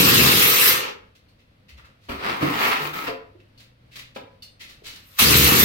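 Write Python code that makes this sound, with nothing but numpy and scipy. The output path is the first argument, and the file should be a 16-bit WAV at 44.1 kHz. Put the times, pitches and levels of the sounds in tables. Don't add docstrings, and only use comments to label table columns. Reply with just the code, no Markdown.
import sys
import numpy as np
from scipy import signal
from scipy.fft import rfft, irfft
from scipy.io import wavfile

SR = 44100
rng = np.random.default_rng(int(sys.argv[2]) if len(sys.argv) > 2 else 0)


def store_wav(level_fs):
    pcm = np.round(np.clip(np.atleast_2d(level_fs), -1, 1) * 32767)
    wavfile.write(sys.argv[1], SR, pcm.T.astype(np.int16))


N = 248724
TIME = np.arange(N) / SR

# (pitch [Hz], level [dB], time to fade by 60 dB [s])
HOPPER_TONES = [(264, -8.5, 0.133), (393.6, -7.5, 0.121), (418.6, -3.5, 0.15), (473, -7, .13),
                (534.2, 1.5, 0.24), (669, 4.5, 0.038), (870, -11, .07), (1003, -5.5, 0.24),
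                (1280, -2, 0.061), (1637, -4.5, 0.08), (2434, -22, 0.026)]


def gain_of(db):
    return 10 ** (np.asarray(db) / 20)


def evened(x):
    return x / np.sqrt(np.mean(x ** 2) + 1e-20)


def read(points, hz):
    row_hz, value = np.transpose(points)
    return np.interp(np.log(hz + 1), np.log(row_hz + 1), value)


def bins(x):
    return np.fft.rfftfreq(x.shape[-1], 1 / SR)


def colour(x, points):
    return evened(irfft(rfft(x) * gain_of(read(points, bins(x))), x.shape[-1]))


def resonate(x, peaks):
    return sum(gain_of(db) * signal.lfilter(*signal.iirpeak(hz, hz / width, SR), x)
               for hz, width, db in peaks)


def noise():
    return rng.standard_normal((2, N))


def drift(hz):
    spectrum = rfft(rng.standard_normal(N))
    return evened(irfft(spectrum / (1 + (bins(TIME) / hz) ** 4), N))


def grains(per_s, spread_db):
    size = gain_of(spread_db * np.minimum(rng.exponential(1, N), 3))
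    happens = rng.random(N) < per_s / SR
    return evened(size * happens * rng.uniform(-1.15, 1, (2, N)))


def patchy(x, patch_db, span_hz, hold_s):
    spectra = signal.stft(x, SR, nperseg=512)[2]
    patches = rng.standard_normal(spectra.shape)
    patches = patches + patches[::-1] * .5
    for axis, keep in ((1, np.exp(-SR / 512 / span_hz)), (2, np.exp(-256 / SR / hold_s))):
        patches = signal.filtfilt([1 - keep], [1, -keep], patches, axis=axis, padtype="even")
    spectra = spectra * gain_of(patch_db * evened(patches))
    return evened(signal.istft(spectra, SR, nperseg=512)[1][:, :N])


def after(s):
    return np.maximum(TIME - s, 0)


def gate(start, end, rise, fall):
    return np.clip((TIME - start) / rise, 0, 1) * np.clip((end - TIME) / fall, 0, 1)


def swell(s, rise, fade):
    return np.exp(-(np.maximum(s - TIME, 0) / rise) ** 2 - (after(s) / fade) ** 1.6)


def rub(s, rise, fade):
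    return np.minimum(after(s) / rise, 1) * np.exp(-after(s + rise) / fade)


def add(mix, s, sound):
    part = mix[:, round(s * SR):][:, :sound.shape[-1]]
    part += sound[:, :part.shape[-1]]


def ring(tones, detune=0.037):
    t, out = np.arange(SR // 2) / SR, 0
    for hz, db, fade_s in tones:
        pitch = hz * (1 + detune * rng.normal())
        cycles = pitch * t + rng.random((2, 1))
        out = out + gain_of(db - 60 * t / fade_s) * np.sin(2 * np.pi * cycles)
    return out * np.minimum(t / 0.0029, 1)


def burst(opens, closes, runs_dry, boom_db):
    ease_s, shut_s, drain_s = 0.19, 0.067, 0.43
    valve = gate(opens, closes + ease_s + shut_s, rise=0.009, fall=shut_s)
    early = np.maximum(opens - TIME, 0)
    leak = gain_of(-17) * np.exp(-early / .0065) + gain_of(-34) * np.exp(-early / 0.12)
    surge_db = 3.5 * np.exp(-after(opens) / 0.041)
    air = valve * gain_of(surge_db) + (TIME < opens) * leak
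    pressure_db = -86.5 * after(closes)
    feed = valve * np.minimum(after(opens + 0.0057) / 0.042, 1)
    empty = np.minimum(after(runs_dry) / drain_s, 1)
    rush = air * gain_of(-17.5 + pressure_db - 1.5 * empty)
    treble = rush * gain_of(.5 * pressure_db)
    sizzle = air * gain_of(-20.5 + 2.5 * pressure_db + empty)
    sputter = feed * gain_of(-22 + pressure_db - 17 * empty)
    sputter = sputter / np.hypot(1, gain_of(boom_db))
    hollow = feed * gain_of(-32 + 0.45 * pressure_db)
    return np.array([rush, treble, sizzle, sputter, sputter * gain_of(boom_db), hollow])


def sprayer():
    # (valve opens [s], starts to close [s], starts to run dry [s], boom [dB])
    bursts = [(-.05, 0.709, 0.18, -14), (5.185, 5.8, 6.0, 2.5)]
    # (frequency [Hz], level [dB])
    rush_shape = [(300, -35), (600, -13), (780, -9), (1020, -9.5), (1250, -0.5), (1550, -2), (1900, 1),
                  (2550, 0.5), (3900, 0), (5300, -3), (7100, -8.5), (10000, -26), (14000, -26)]
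    sizzle_shape = [(5000, -46), (8000, -7.5), (10500, -8.5), (12200, -3), (14500, -0.5), (16000, -11)]
    pop_shape = [(25, -25.5), (48, -32.5), (65, -9), (85, -4), (100, -5.5), (125, -1), (180, -1), (290, 0),
                 (400, -2), (520, -7), (650, -17.5), (1200, -29), (3000, -47.5)]
    # (pitch [Hz], width [Hz], level [dB])
    outlet_peaks = [(1051, 130, 3.5), (2200, 57, -11), (2640, 89, -7), (2720, 190, -6.5), (2970, 42, -10.5),
                    (3920, 150, -10.5)]
    boom_peaks = [(72.8, 5, 14), (81, 7.1, 2.5), (113, 2.5, -1.5), (131.3, 9.1, 8), (203, 16, -3.5),
                  (361, 6.4, 4)]
    hollow_peaks = [(420, 14, -8.5), (478, 58, -1), (1025, 290, -6.5), (1320, 90, -2)]
    rush, treble, sizzle, sputter, boom, hollow = sum(burst(*row) for row in bursts)
    flutter_db = .5 * drift(hz=69.97)
    jet = patchy(colour(noise(), rush_shape), patch_db=2.6, span_hz=168.8, hold_s=0.013)
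    jet = jet * gain_of(flutter_db)
    jet = evened(jet + resonate(jet, outlet_peaks))
    splatter = colour(grains(per_s=1300, spread_db=-3), rush_shape)
    spray = gain_of(-0.65) * jet + gain_of(-7.5) * splatter
    dull = irfft(rfft(spray) / (1 + (bins(spray) / 3500) ** 4), N)
    hiss = patchy(colour(noise(), sizzle_shape), patch_db=2.5, span_hz=310.6, hold_s=0.0093)
    hiss = hiss * gain_of(1.7 * drift(hz=45) + flutter_db)
    pops = colour(grains(per_s=1200, spread_db=-1.5), pop_shape)
    mortar = gain_of(-1.5) * sputter * pops + boom * resonate(pops, boom_peaks)
    hopper_air = evened(resonate(resonate(noise(), hollow_peaks), [(477, 440, 0)]))
    return rush * dull + treble * (spray - dull) + sizzle * hiss + mortar + hollow * hopper_air


def background():
    # (frequency [Hz], level [dB])
    air_shape = [(25, -12), (60, -3.5), (120, -5), (200, -9), (290, -12.5), (390, -20.5), (510, -13),
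                 (800, -23.5), (1300, -22.5), (2600, -24), (4500, -29.5), (7000, -44), (10000, -45),
                 (16000, -47.5)]
    # (time [s], pitch [Hz], level [dB])
    hum_path = [(1, 90.4, -65), (1.5, 103.4, -62.5), (3.1, 100.6, -68.5), (3.4, 100.5, -55),
                (3.75, 120.7, -60.5), (4.05, 121.2, -55), (4.35, 100, -63)]
    s, hz, db = np.transpose(hum_path)
    phase = 2 * np.pi * np.cumsum(np.interp(TIME, s, hz)) / SR
    hum = np.sin(phase) * gain_of(np.interp(TIME, s, db))
    air = gain_of(-59) * colour(noise(), air_shape) * gain_of(.8 * drift(hz=8.4))
    return air + hum * np.array([[1], [0]])


def scuffs():
    # (time [s], level [dB], length [s], steel ring [dB])
    rubs = [(1.147, -55.5, 0.026, -7), (1.377, -66, 0.05, 6), (1.68, -50, 0.033, 7), (1.768, -55, 0.029, 7),
            (1.843, -57.5, 0.03, 4), (2.001, -58.5, 0.11, -6), (3.399, -62, 0.011, 16),
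            (3.59, -50, 0.038, -4.5), (3.906, -50.5, 0.075, 4.5), (3.952, -39, .026, -6),
            (3.988, -41, 0.019, 1), (4.146, -47.5, .025, -7), (4.593, -41, 0.048, 2),
            (4.678, -48, 0.045, -12), (4.834, -37.5, 0.079, -13), (4.957, -44.5, 0.014, -12)]
    # (frequency [Hz], level [dB])
    grit_shape = [(150, -5.5), (500, -9.5), (800, -13), (1300, -5), (2200, -1.5), (4000, 2.5), (6000, -6.5),
                  (9000, -15), (13000, -16), (16000, -16)]
    # (pitch [Hz], width [Hz], level [dB])
    steel_peaks = [(2060, 310, -0.5), (2620, 160, 1)]
    grit = colour(grains(per_s=5600, spread_db=2.5), grit_shape)
    steel = resonate(grit, steel_peaks)
    return sum(gain_of(db) * rub(s, 0.45 * length, 0.72 * length) * (grit + gain_of(ring_db) * steel)
               for s, db, length, ring_db in rubs)


def clinks():
    # (time [s], level [dB])
    taps = [(1.283, -57), (3.575, -47), (4.421, -34.5)]
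    # (pitch [Hz], level [dB], time to fade by 60 dB [s])
    brass_tones = [(2900, 0.5, .11), (3630, -0.5, 0.069), (4200, 1.5, .11), (4480, 4.5, 0.085),
                   (4720, -5, 0.14), (5400, -12, .1), (6000, -25, .08), (8690, -14, 0.26), (8800, -22, .17),
                   (12820, -10, .1), (13350, -14, .09)]
    out, t = np.zeros((2, N)), TIME[:SR // 15]
    for s, db in taps:
        chatter = rng.standard_normal((2, len(t))) * np.exp(-t / 0.015) * np.minimum(t / 0.013, 1)
        buzz = resonate(chatter, [(hz, 450, tone_db) for hz, tone_db, _ in brass_tones])
        add(out, s, gain_of(db - 8.5) * ring(brass_tones, detune=0))
        add(out, s, gain_of(db + 2.5) * buzz)
    return out


def bumps():
    # (time [s], level [dB], pitch [Hz], time to fade by 60 dB [s])
    thuds = [(1.72, -44.5, 63.5, .3), (2.095, -28.5, 72.9, 0.093), (2.424, -21.5, 147, 0.17),
             (2.427, -11, 293.3, 0.071), (2.464, -27.5, 208, 0.12), (2.798, -39, 143.2, 0.9),
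             (3.033, -31, 303, .059), (3.086, -25.5, 431.7, 0.16), (3.351, -37.5, 375, 0.046),
             (4.82, -38.5, 420, 0.041)]
    out = np.zeros((2, N))
    for s, db, hz, fade_s in thuds:
        add(out, s, gain_of(db) * ring([(hz, 0, fade_s), (hz * 1.5, -6, fade_s / 2)]))
    return out


def scoop():
    # (peak time [s], rise [s], fade [s], scrape [dB], sand [dB], rumble [dB])
    strokes = [ (2.101, 0.016, 0.059, -33, -49.5, -37), (2.291, 0.077, 0.072, -26.5, -48.5, -37),
               (2.431, 0.019, 0.041, -28, -52.5, -27), (2.52, 0.13, 0.16, -29.5, -41, -36.5),
               (2.66, 0.093, 0.1, -20.5, -32.5, -39), (2.85, 0.058, 0.052, -31, -39.5, -40),
               (2.948, 0.015, 0.15, -32, -40, -45), (3.08, 0.016, .045, -25.5, -49, -37), ]
    # (frequency [Hz], level [dB])
    scrape_shape = [(200, -28), (420, -7), (620, -10.5), (780, -2), (1000, -2.5), (1280, 3), (1550, -2),
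                    (1830, 0.5), (2700, -2.5), (3300, -6.5), (4800, -12), (6850, -28), (9000, -27.5),
                    (13000, -51)]
    sand_shape = [(3500, -20), (6000, -1), (9500, -9.5), (13000, 0.5), (16000, 3)]
    tub_shape = [(45, -23), (90, -9), (145, -5.5), (190, -5.5), (250, -2.5), (420, -1), (700, -16),
                 (1500, -37)]
    # (pitch [Hz], width [Hz], level [dB])
    air_peaks = [(664, 120, -2.5), (1040, 180, -6)]
    # (time [s], level [dB])
    catches = [(1.775, -53), (1.835, -55.5), (2.712, -30.5)]
    enters_s, leaves_s = 2.083, 3.147
    power = sum((gain_of(levels)[:, None] * swell(s, rise, fade)) ** 2
                for s, rise, fade, *levels in strokes)
    scrape, sand, rumble = np.sqrt(power)
    slips = gain_of(drift(hz=56))
    grind = colour(grains(per_s=3000, spread_db=0), scrape_shape)
    grind = patchy(grind, patch_db=1.5, span_hz=108.6, hold_s=0.015)
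    steel = resonate(grind, [(hz, 50, 0) for hz, _, _ in HOPPER_TONES])
    grind = evened(grind + gain_of(-10.5) * steel)
    hollow = gain_of(6.5 - 14.5 * after(enters_s)) * resonate(grind, air_peaks)
    fine = colour(grains(per_s=6000, spread_db=2), sand_shape)
    tub = colour(grains(per_s=1300, spread_db=1.6), tub_shape)
    digging = gain_of(-.7) * scrape * (grind + hollow) + sand * fine + rumble * tub
    in_tub = gate(enters_s, leaves_s, rise=0.0077, fall=0.099)
    catch = sum(gain_of(db) * rub(s, rise=.016, fade=0.029) for s, db in catches)
    rasp = evened(grind + gain_of(1.5) * resonate(grind, [(1350, 180, 0)]))
    return slips * (in_tub * digging + catch * rasp)


def knocks():
    # (time [s], ring [dB], crack [dB])
    blows = [(2.087, -44, -47), (2.42, -32, -23), (2.949, -51, -30), (3.077, -32.5, -24.5),
             (3.105, -37.5, -36), (4.159, -37, -27.5)]
    # (frequency [Hz], level [dB])
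    crack_shape = [(200, -2), (500, 1.5), (750, 5), (1200, 0), (2500, 0.5), (4500, -7.5), (8000, -29),
                   (16000, -23)]
    out, crack = np.zeros((2, N)), colour(noise(), crack_shape)
    for s, ring_db, crack_db in blows:
        add(out, s, gain_of(ring_db) * ring(HOPPER_TONES, detune=.012))
        out += gain_of(crack_db) * crack * np.minimum(after(s) / 0.0079, 1) * np.exp(-after(s) / 0.01)
    return out


def room(x):
    # (frequency [Hz], time to fade by 60 dB [s])
    fade_times = [(100, 0.44), (400, 0.5), (1000, 0.49), (3000, 0.36), (6000, 0.3), (13000, 0.24)]
    size, echoes_per_s, out = SR * 3 // 4, 3000, 0
    signs = rng.choice([-1., 1.], (3, 2, size))
    echoes = signs * (rng.random(signs.shape) < echoes_per_s / SR) * (TIME[:size] > .004)
    hz, t, spectra = signal.stft(echoes, SR, nperseg=256)
    fade = gain_of(-60 * t / read(fade_times, hz)[:, None])
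    tails = signal.istft(spectra * fade, SR, nperseg=256)[1]
    for k, tail in enumerate(tails):
        share = np.sqrt(2 / 3) * np.cos(2 * np.pi * (2 * TIME + k / 3))
        out = out + signal.fftconvolve(x * share, tail / np.linalg.norm(tail[0]), axes=1)[:, :N]
    return out


def stereo(x):
    # (frequency [Hz], likeness [-1 opposite to 1 same])
    likeness = [(50, 0.96), (250, 0.93), (450, 0.022), (800, -0.13), (1500, -.5), (2600, 0.043),
                (3400, -.2), (4100, -0.031), (7000, 0), (9000, 0.3), (12000, 0.61), (16000, 0.21)]
    first, second = rfft(x)
    alike = read(likeness, bins(x))
    mid = first * np.sqrt((1 + alike) / 2)
    side = second * np.sqrt((1 - alike) / 2)
    return irfft(np.array([mid + side, mid - side]), x.shape[-1])


def scene():
    spray, scraping = sprayer(), scoop()
    handling = gain_of(-2) * (bumps() + knocks() + clinks() + scuffs())
    echoes = room(gain_of(-7) * spray + gain_of(-5) * scraping + gain_of(-1.5) * handling)
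    return stereo(spray + scraping + handling + echoes + background()) * gain_of([[1.6], [.9]])


def record(dry):
    low_pass = signal.firwin(511, 16050, window=("kaiser", 9), fs=SR)
    return signal.oaconvolve(dry, low_pass[None], "same")


dry = scene()
out = record(dry)
store_wav(out)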